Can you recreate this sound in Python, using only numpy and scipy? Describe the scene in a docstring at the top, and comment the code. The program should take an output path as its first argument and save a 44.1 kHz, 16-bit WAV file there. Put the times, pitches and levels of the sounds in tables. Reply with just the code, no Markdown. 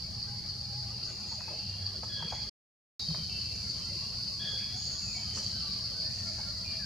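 """A shrill insect chorus fills a forest, with one nearer insect throbbing about four times a second.
Far birds whistle through the trees, a monkey smacks its lips, leaves rustle and light wind rumbles.
Insects are filtered clicks and noise, birds gliding sines with a scattered tail, smacks bursts shaped
by mouth resonances, leaves and wind coloured noise.
The sound cuts out for half a second and comes back a little louder."""
import sys
import numpy as np
from scipy import signal
from scipy.fft import rfft, irfft, next_fast_len
from scipy.io import wavfile
from scipy.ndimage import uniform_filter1d

SR = 44100
rng = np.random.default_rng(int(sys.argv[2]) if len(sys.argv) > 2 else 0)


def store_wav(level_fs):
    """Save 16-bit WAV to argv[1]."""
    pcm = np.round(np.clip(np.atleast_2d(level_fs), -1, 1) * 32767)
    wavfile.write(sys.argv[1], SR, pcm.T.astype(np.int16))


N = 302085
TIME = np.arange(N) / SR

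# Mean levels of the steady layers, joined by straight lines.
# Each row: time in seconds, insect chorus in dB, forest wash in dB, wind in dB.
LAYER_LEVELS = [(0, -41, -58, -45), (1, -40.5, -56, -48.5), (2.501, -40.5, -54, -46),
                (2.999, -37.5, -56, -44.5), (4.3, -38, -56, -46), (5.5, -37.5, -54.5, -46),
                (6.85, -38.5, -56.5, -44.5)]


def gain_of(db):
    """Decibels to amplitude."""
    return 10 ** (np.asarray(db) / 20)


def evened(x):
    """Scales to rms 1."""
    return x / np.sqrt(np.mean(x ** 2) + 1e-20)


def read(points, hz):
    """Reads a curve of (Hz, value) points on a log-frequency axis."""
    f, value = np.transpose(points)
    return np.interp(np.log(hz + 1), np.log(f + 1), value)


def add(mix, s, sound):
    """Mixes a sound in at time s."""
    part = mix[max(round(s * SR), 0):][:len(sound)]
    part += sound[:len(part)]


def sine(hz):
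    """A sine that follows a moving pitch."""
    return np.sin(2 * np.pi * np.cumsum(hz) / SR)


def noise_pair():
    """Two unrelated channels of white noise."""
    return rng.standard_normal((2, N))


def wander(rate_hz):
    """Smooth chance of rms 1, moving up to roughly the given rate."""
    size = next_fast_len(N)
    hz = np.fft.rfftfreq(size, 1 / SR)
    slow = rfft(rng.standard_normal(size)) * np.exp(-(hz / rate_hz) ** 2)
    return evened(irfft(slow, size)[:N])


def spread(pair, spectrum):
    """Colours two unrelated signals and makes them partly alike, as sound from all around."""
    # Stereo width over pitch. Each row: frequency in Hz, left-right likeness (1 alike, negative opposed).
    likeness = [(60, 1), (200, 0.8), (450, 0.53), (900, 0.6), (3300, 0.44), (4500, 0.54), (6400, 0.27),
                (8200, -0.03), (9800, -0.32), (12000, -.33), (15000, .15)]
    size = next_fast_len(N)
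    hz = np.fft.rfftfreq(size, 1 / SR)
    a, b = rfft(pair, size)
    same = np.clip(read(likeness, hz), -1, 1)
    z = np.array([a, same * a + np.sqrt(1 - same ** 2) * b])
    z = z * gain_of(read(spectrum, hz))
    return evened(irfft(z, size)[:, :N])


def arch(s, length, edge):
    """Sample indices and soft-edged envelope of one event."""
    at = np.arange(int(s * SR), min(int((s + length) * SR), N))
    return at, signal.windows.tukey(len(at), min(edge, 1))


def trees(x, t60, wet_db, same):
    """Trunks and leaves scatter a sound into a long tail of sparse random echoes."""
    t = TIME[:SR]
    echoes = rng.standard_normal((2, SR)) * (rng.random((2, SR)) < .1)
    a, b = echoes * gain_of(-60 * t / t60)
    same = np.clip(same, 0, 1)
    tail = np.array([a, same * a + np.sqrt(1 - same ** 2) * b])
    tail = tail * gain_of(wet_db) / np.linalg.norm(a)
    tail[:, 0] += 1  # the direct sound
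    return signal.fftconvolve(x[None], tail / np.linalg.norm(tail[0]), axes=1)[:, :N]


def patchy(x, patchy_db, order=9):
    """Many faint far voices come and go: narrow patches of the spectrum swell and sink."""
    z = signal.stft(x, nperseg=1024, noverlap=768)[2]
    field = rng.standard_normal(z.shape[1:])
    field = uniform_filter1d(field, size=order, axis=1)  # smooth in time
    field = evened(uniform_filter1d(field, size=3, axis=0))  # and in frequency
    patches = z * gain_of(patchy_db * field)
    return evened(signal.istft(patches, nperseg=1024, noverlap=768)[1][:, :N])


def drones():
    """Distant tones of slightly unsteady pitch that fade in and out."""
    # Faint far tones. Each row: start in seconds, length in seconds, pitch in Hz,
    # peak level in dB before the shared wavering, pitch scatter in Hz.
    tones = [(0, 1.96, 816, -63.5, 18.4), (0, 1.25, 118.7, -48.5, 6.5), (3.4, 3.2, 205.2, -59.5, 9.03),
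             (5.694, 1.9, 645, -62.5, 16.2)]
    out, waver = np.zeros(N), wander(45.7)
    for s, length, hz, db, scatter in tones:
        at, shape = arch(s, length, 0.091)
        out[at] += gain_of(db) * shape * sine(hz + scatter * waver[at])
    return out * gain_of(4.6 * wander(9.8))


def air():
    """Lumpy low wind under the soft, uneven wash of the forest."""
    # Colour of the low wind. Each row: frequency in Hz, relative level in dB per Hz.
    wind_colour = [(18, -18), (35, -21), (55, -5.5), (75, -0.5), (105, 0), (125, -1.5), (142, -7),
                   (165, -7), (188, -7), (205, -6), (235, -17.5), (330, -24.5), (700, -49)]
    # Colour of the forest wash. Each row: frequency in Hz, relative level in dB per Hz.
    forest_colour = [(100, -5.5), (290, -0.5), (400, 0.5), (640, 0.5), (760, -1.5), (900, -4.5), (1100, -4),
                     (1500, -7), (2100, -5.5), (2700, -6), (3500, -5), (6000, -39)]
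    # Low swells and bumps. Each row: start in seconds, length in seconds, pitch in Hz, level in dB.
    low_bumps = [(1.6, 0.43, 97.4, -43), (2.215, 0.055, 160.4, -43), (3.08, 0.057, 160, -35),
                 (3.16, 0.079, 161, -44.5)]
    s, _, forest_db, wind_db = np.transpose(LAYER_LEVELS)
    wash = patchy(spread(noise_pair(), forest_colour), patchy_db=4.0)
    wash = wash * gain_of(np.interp(TIME, s, forest_db) + 1.0 * wander(9.8))
    wind = spread(noise_pair(), wind_colour)
    wind = wind * gain_of(np.interp(TIME, s, wind_db) + 1.0 * wander(33))
    for s, length, hz, db in low_bumps:
        at, shape = arch(s, length, 0.63)
        tone = np.sin(2 * np.pi * hz * (TIME[at] - s))
        wind[:, at] += gain_of(db) * shape * evened(tone)
    return wash + wind + drones()


def leaves():
    """Brushed leaves give clumps of fine crackle that swell and die away."""
    # Strokes through the leaves. 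Each row: start in seconds, time to the crest in seconds,
    # crest level in dB before the crackle.
    brushes = [(1.19, 0.035, -55), (2.036, 0.0058, -49), (3.49, .15, -53.5), (5.33, 0.031, -44),
               (5.367, 0.0072, -42.5), (5.43, 0.03, -50), (6.09, 0.13, -51)]
    # Colour of the leaves. Each row: frequency in Hz, relative level in dB per Hz.
    leaf_colour = [(400, 0.5), (1400, -13.5), (2800, -5), (4200, -9.5), (5700, 8.5), (6900, 4), (8200, -9),
                   (11000, -19), (16000, -48.5)]
    level = np.zeros(N)
    for s, crest, db in brushes:
        age = np.maximum(TIME - s, 0) / crest
        level += gain_of(db) * (age * np.exp(1 - age)) ** 0.76  # below 1 broadens the swell
    return spread(noise_pair(), leaf_colour) * level * gain_of(2.8 * wander(120))


def smacks():
    """Parting lips release a brief wet burst into the hollow of the mouth."""
    # Lip smacks. 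Each row: start in seconds, dry level in dB, decay in seconds,
    # factor on the mouth resonances.
    lip_smacks = [(1.316, -47.5, 0.0073, 1), (1.405, -40.5, 0.0024, 1.12), (1.476, -45.5, 0.0067, 1),
                  (1.499, -47.5, 0.018, 0.71), (2.03, -36, .0035, 1.06), (2.224, -35.5, 0.0026, 1.06),
                  (2.322, -37.5, 0.0062, 0.956), (3.104, -47.5, 0.0035, .96), (3.144, -38, 0.0028, 1.13),
                  (5.372, -43, 0.0042, 1.43), (6.38, -46.5, 0.0098, 0.95)]
    # Resonances of the mouth. Each row: centre in Hz before that factor, width in Hz, relative level in dB.
    resonances = [(585, 190, 0), (881, 110, 10.5), (1130, 330, -3.5), (1596, 300, -10.5),
                  (2000, 610, -18.5)]
    out, t = np.zeros(N), TIME[:8192]
    hz = np.fft.rfftfreq(len(t), 1 / SR)
    for s, db, decay, factor in lip_smacks:
        mouth = sum(gain_of(d) / (1 + (2 * (hz - f * factor) / w) ** 2) for f, w, d in resonances)
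        random_phase = np.exp(2j * np.pi * rng.random(len(hz)))
        burst = evened(irfft(mouth * random_phase))
        add(out, s, gain_of(db) * burst * t / decay * np.exp(1 - t / decay))
    return trees(out, t60=0.2, wet_db=-7, same=0.64)


def buzzes():
    """Thin, high lisping notes whose pitch flutters too fast to follow."""
    # High lisps. Each row: start in seconds, length in seconds, pitch in Hz,
    # level in dB before the trees.
    lisps = [(1.04, 0.074, 6640, -52), (1.27, 0.08, 6660, -52), (2.294, 0.11, 6600, -54.5),
             (2.981, 0.055, 6400, -55), (4.46, .075, 6600, -56), (4.742, 0.27, 6660, -47),
             (4.987, 0.2, 6790, -47)]
    out, flutter = np.zeros(N), wander(790)
    for s, length, hz, db in lisps:
        at, shape = arch(s, length, 0.19)
        out[at] += gain_of(db) * shape * evened(sine(hz + 175 * flutter[at]))
    return trees(out, t60=0.68, wet_db=4.0, same=.3)


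def distant_birds():
    """Faint short notes from deep in the forest, in spells, each at its own pitch."""
    # Spells of answering notes. Each row: start in seconds, end in seconds, notes in the spell,
    # lowest base pitch in Hz, highest base pitch in Hz, loudest level in dB before the trees.
    note_spells = [(1.001, 1.4, 4.5, 2300, 2560, -54), (3.1, 3.701, 6, 2090, 3110, -54),
                   (3.6, 6.751, 56, 1046, 3134, -54.5)]
    note_s, glide_share, range_db, rasp_hz = .09, .126, 12, 25
    out, waver = np.zeros(N), wander(200)
    for start, end, notes, low_hz, high_hz, db in note_spells:
        chances = rng.random(size=(100, 4))[:round(notes)]
        for k, (when, pitch, glide, size) in enumerate(chances):
            s = start + (k + when) / notes * (end - start)
            at, shape = arch(min(s, TIME[-1] - note_s), note_s, 0.81)
            base_hz = low_hz * (high_hz / low_hz) ** pitch
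            hz = base_hz * (1 + glide_share * (glide - .5) * np.linspace(-1, 1, len(at)))
            out[at] += gain_of(db - range_db * size) * shape * sine(hz + rasp_hz * waver[at])
    return trees(out, t60=1.0, wet_db=0.5, same=0.94)


def birds():
    """Far whistles and cries, gliding sines roughened by pitch scatter and smeared by the trees."""
    # The clearest whistles. Each row: start in seconds, length in seconds, first pitch in Hz,
    # last pitch in Hz, level in dB before the trees, rasp as pitch scatter in Hz.
    whistles = [(0.861, 0.37, 2735, 2735, -63, 51), (1.388, 0.14, 2554, 2615, -55.5, 40),
                (1.513, 0.26, 2720, 2835, -58.5, 55), (1.524, .39, 3025, 3380, -61, 45),
                (2.259, 0.13, 2630, 2120, -57, 170), (2.934, .11, 3930, 3775, -44.5, 64),
                (3.055, 0.38, 3182, 2963, -54, 47), (3.293, 0.1, 2713, 2670, -48.5, 16),
                (3.742, .11, 3080, 3110, -54.5, 20), (3.805, .29, 2660, 2840, -59.5, 38),
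                (4.58, 0.066, 2180, 2510, -53.5, 160), (5.017, .11, 2730, 2400, -55.5, 33),
                (5.145, 0.032, 2306, 2220, -49.5, 25), (5.16, 0.47, 3103, 3075, -55, 79),
                (5.397, 0.37, 4180, 3975, -49.5, 86), (5.62, 0.072, 1185, 1160, -54.5, 8.1),
                (6.645, 0.083, 2455, 2357, -50.5, 30), (6.793, .09, 1750, 1560, -52.5, 28)]
    # Loud calls of one bird. Each row: start in seconds, length in seconds, middle pitch in Hz,
    # level in dB before swell and trees, rasp as pitch scatter in Hz.
    loud_cries = [(2.086, 0.1496, 1659, -38.5, 24.95), (4.39, 0.1154, 1681, -35.5, 42.7)]
    out, waver = np.zeros(N), wander(255)
    for s, length, first_hz, last_hz, db, rasp in whistles:
        at, shape = arch(s, length, 0.082)
        hz = np.linspace(first_hz, last_hz, len(at)) + rasp * waver[at]
        out[at] += gain_of(db) * shape * evened(sine(hz))
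    for s, length, pitch_hz, db, rasp in loud_cries:
        at, shape = arch(s, length, 0.24)
        hz = pitch_hz + np.linspace(22, -22, len(at)) + rasp * waver[at]
        shape = shape * gain_of(np.linspace(-6, 1, len(at)))  # each cry swells to its end
        voice = sine(2 * hz) + gain_of(-13) * sine(hz)  # strongest on the second harmonic
        out[at] += gain_of(db) * shape * evened(voice)
    return trees(out, t60=1.0, wet_db=1.5, same=0.81)


def ticks(count=60):
    """The near insect gives short, pure strokes: a few loud ones, softer ones at random."""
    # The loudest strokes. Each row: time of the crest in seconds, peak level in dB before the trees.
    loud_strokes = [(.229, -25.5), (.499, -24.5), (1.601, -26), (1.866, -23.5), (2.283, -29),
                    (3.088, -24.5), (3.39, -26), (3.701, -26), (5.465, -29), (6.825, -27.5)]
    soft_per_s, soft_db, soft_spread_db = 4.0, -29.5, 0.9
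    out, t = np.zeros(N), np.arange(-500, 500) / SR
    soft_strokes = []
    for k in range(count):  # one at a random moment of each time slot
        s = (k + rng.random()) / soft_per_s
        soft_strokes.append((s, soft_db + soft_spread_db * rng.standard_normal()))
    for s, db in soft_strokes + loud_strokes:
        detune, phase = rng.standard_normal(2)
        turns = (4640 + 70 * detune) * t - 15000 * t ** 2 + phase  # pitch falls through the stroke
        add(out, s + t[0], gain_of(db) * np.exp(-(t / 0.0019) ** 2) * np.sin(2 * np.pi * turns))
    return trees(out, t60=0.92, wet_db=-8, same=0.92)


def throbs():
    """The near insect swells at an even pace within each bout, each throb a little stronger or weaker."""
    # Bouts of throbbing. Each row: first throb in seconds, end of bout in seconds,
    # throbs per second, mean crest level in dB.
    throb_bouts = [(.226, 2.5, 3.64, -39.5), (3.125, 6.1, 3.44, -40.5), (5.64, 6.85, 4.6, -39.5)]
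    decay_s, spread_db = .046, .7
    swell = np.zeros(N)
    for first, end, rate, db in throb_bouts:
        for s, chance in zip(np.arange(first, end, 1 / rate), rng.standard_normal(size=16)):
            swell += gain_of(db + spread_db * chance) * np.exp(-abs(TIME - s) / decay_s)
    return swell


def near_insect():
    """A narrow band of noise swells in rhythm with a rough flutter, dotted with pure strokes."""
    # Each row: frequency in Hz, relative level in dB per Hz.
    band = [(3600, -38.5), (4300, -1.5), (4650, 0.0), (5100, -7.0), (5800, -30.5), (8000, -56.0)]
    song = spread(noise_pair(), band) * throbs() * gain_of(2.0 * wander(59))
    return song + ticks()


def chorus():
    """Thousands of tymbal clicks a second from massed insects ring near one pitch."""
    # Colour of the massed insects. Each row: frequency in Hz, relative level in dB per Hz.
    mass_colour = [(3300, -43), (3600, -31), (3920, -17.5), (4250, -6), (4520, .5), (4950, -2.5),
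                   (5500, -15.5), (6100, -20.5), (6700, -23.5), (7700, -32.5), (9000, -30), (10000, -34.5),
                   (13000, -37.5), (15600, -58)]
    clicks = noise_pair() * (rng.random((2, N)) < 9000 / SR)
    s, level_db, _, _ = np.transpose(LAYER_LEVELS)
    level_db = np.interp(TIME, s, level_db) + 0.42 * wander(60)
    return spread(clicks, mass_colour) * gain_of(level_db)


def scene():
    """All sources; a nearby surface gives the insects one quick echo."""
    insects = chorus() + near_insect()
    insects = insects + .18 * np.roll(insects, round(.0032 * SR), axis=1)
    singers = insects + birds() + distant_birds() + buzzes()
    singers = singers * gain_of([[.3], [-.3]])  # dB, a slight lean to the left
    return singers + smacks() + leaves() + air()


def record(dry):
    """The sound cuts out for half a second and snaps back; then a low-pass limits the treble."""
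    gap_start, gap_end, fade_s = 2.497, 2.995, .005
    heard = np.clip((gap_start - TIME) / fade_s, 0, 1) + (TIME > gap_end)
    low_pass = signal.firwin(511, 15750, window=("kaiser", 9), fs=SR)  # edge in Hz
    return signal.oaconvolve(dry * heard, low_pass[None], "same")


dry = scene()
out = record(dry)
store_wav(out)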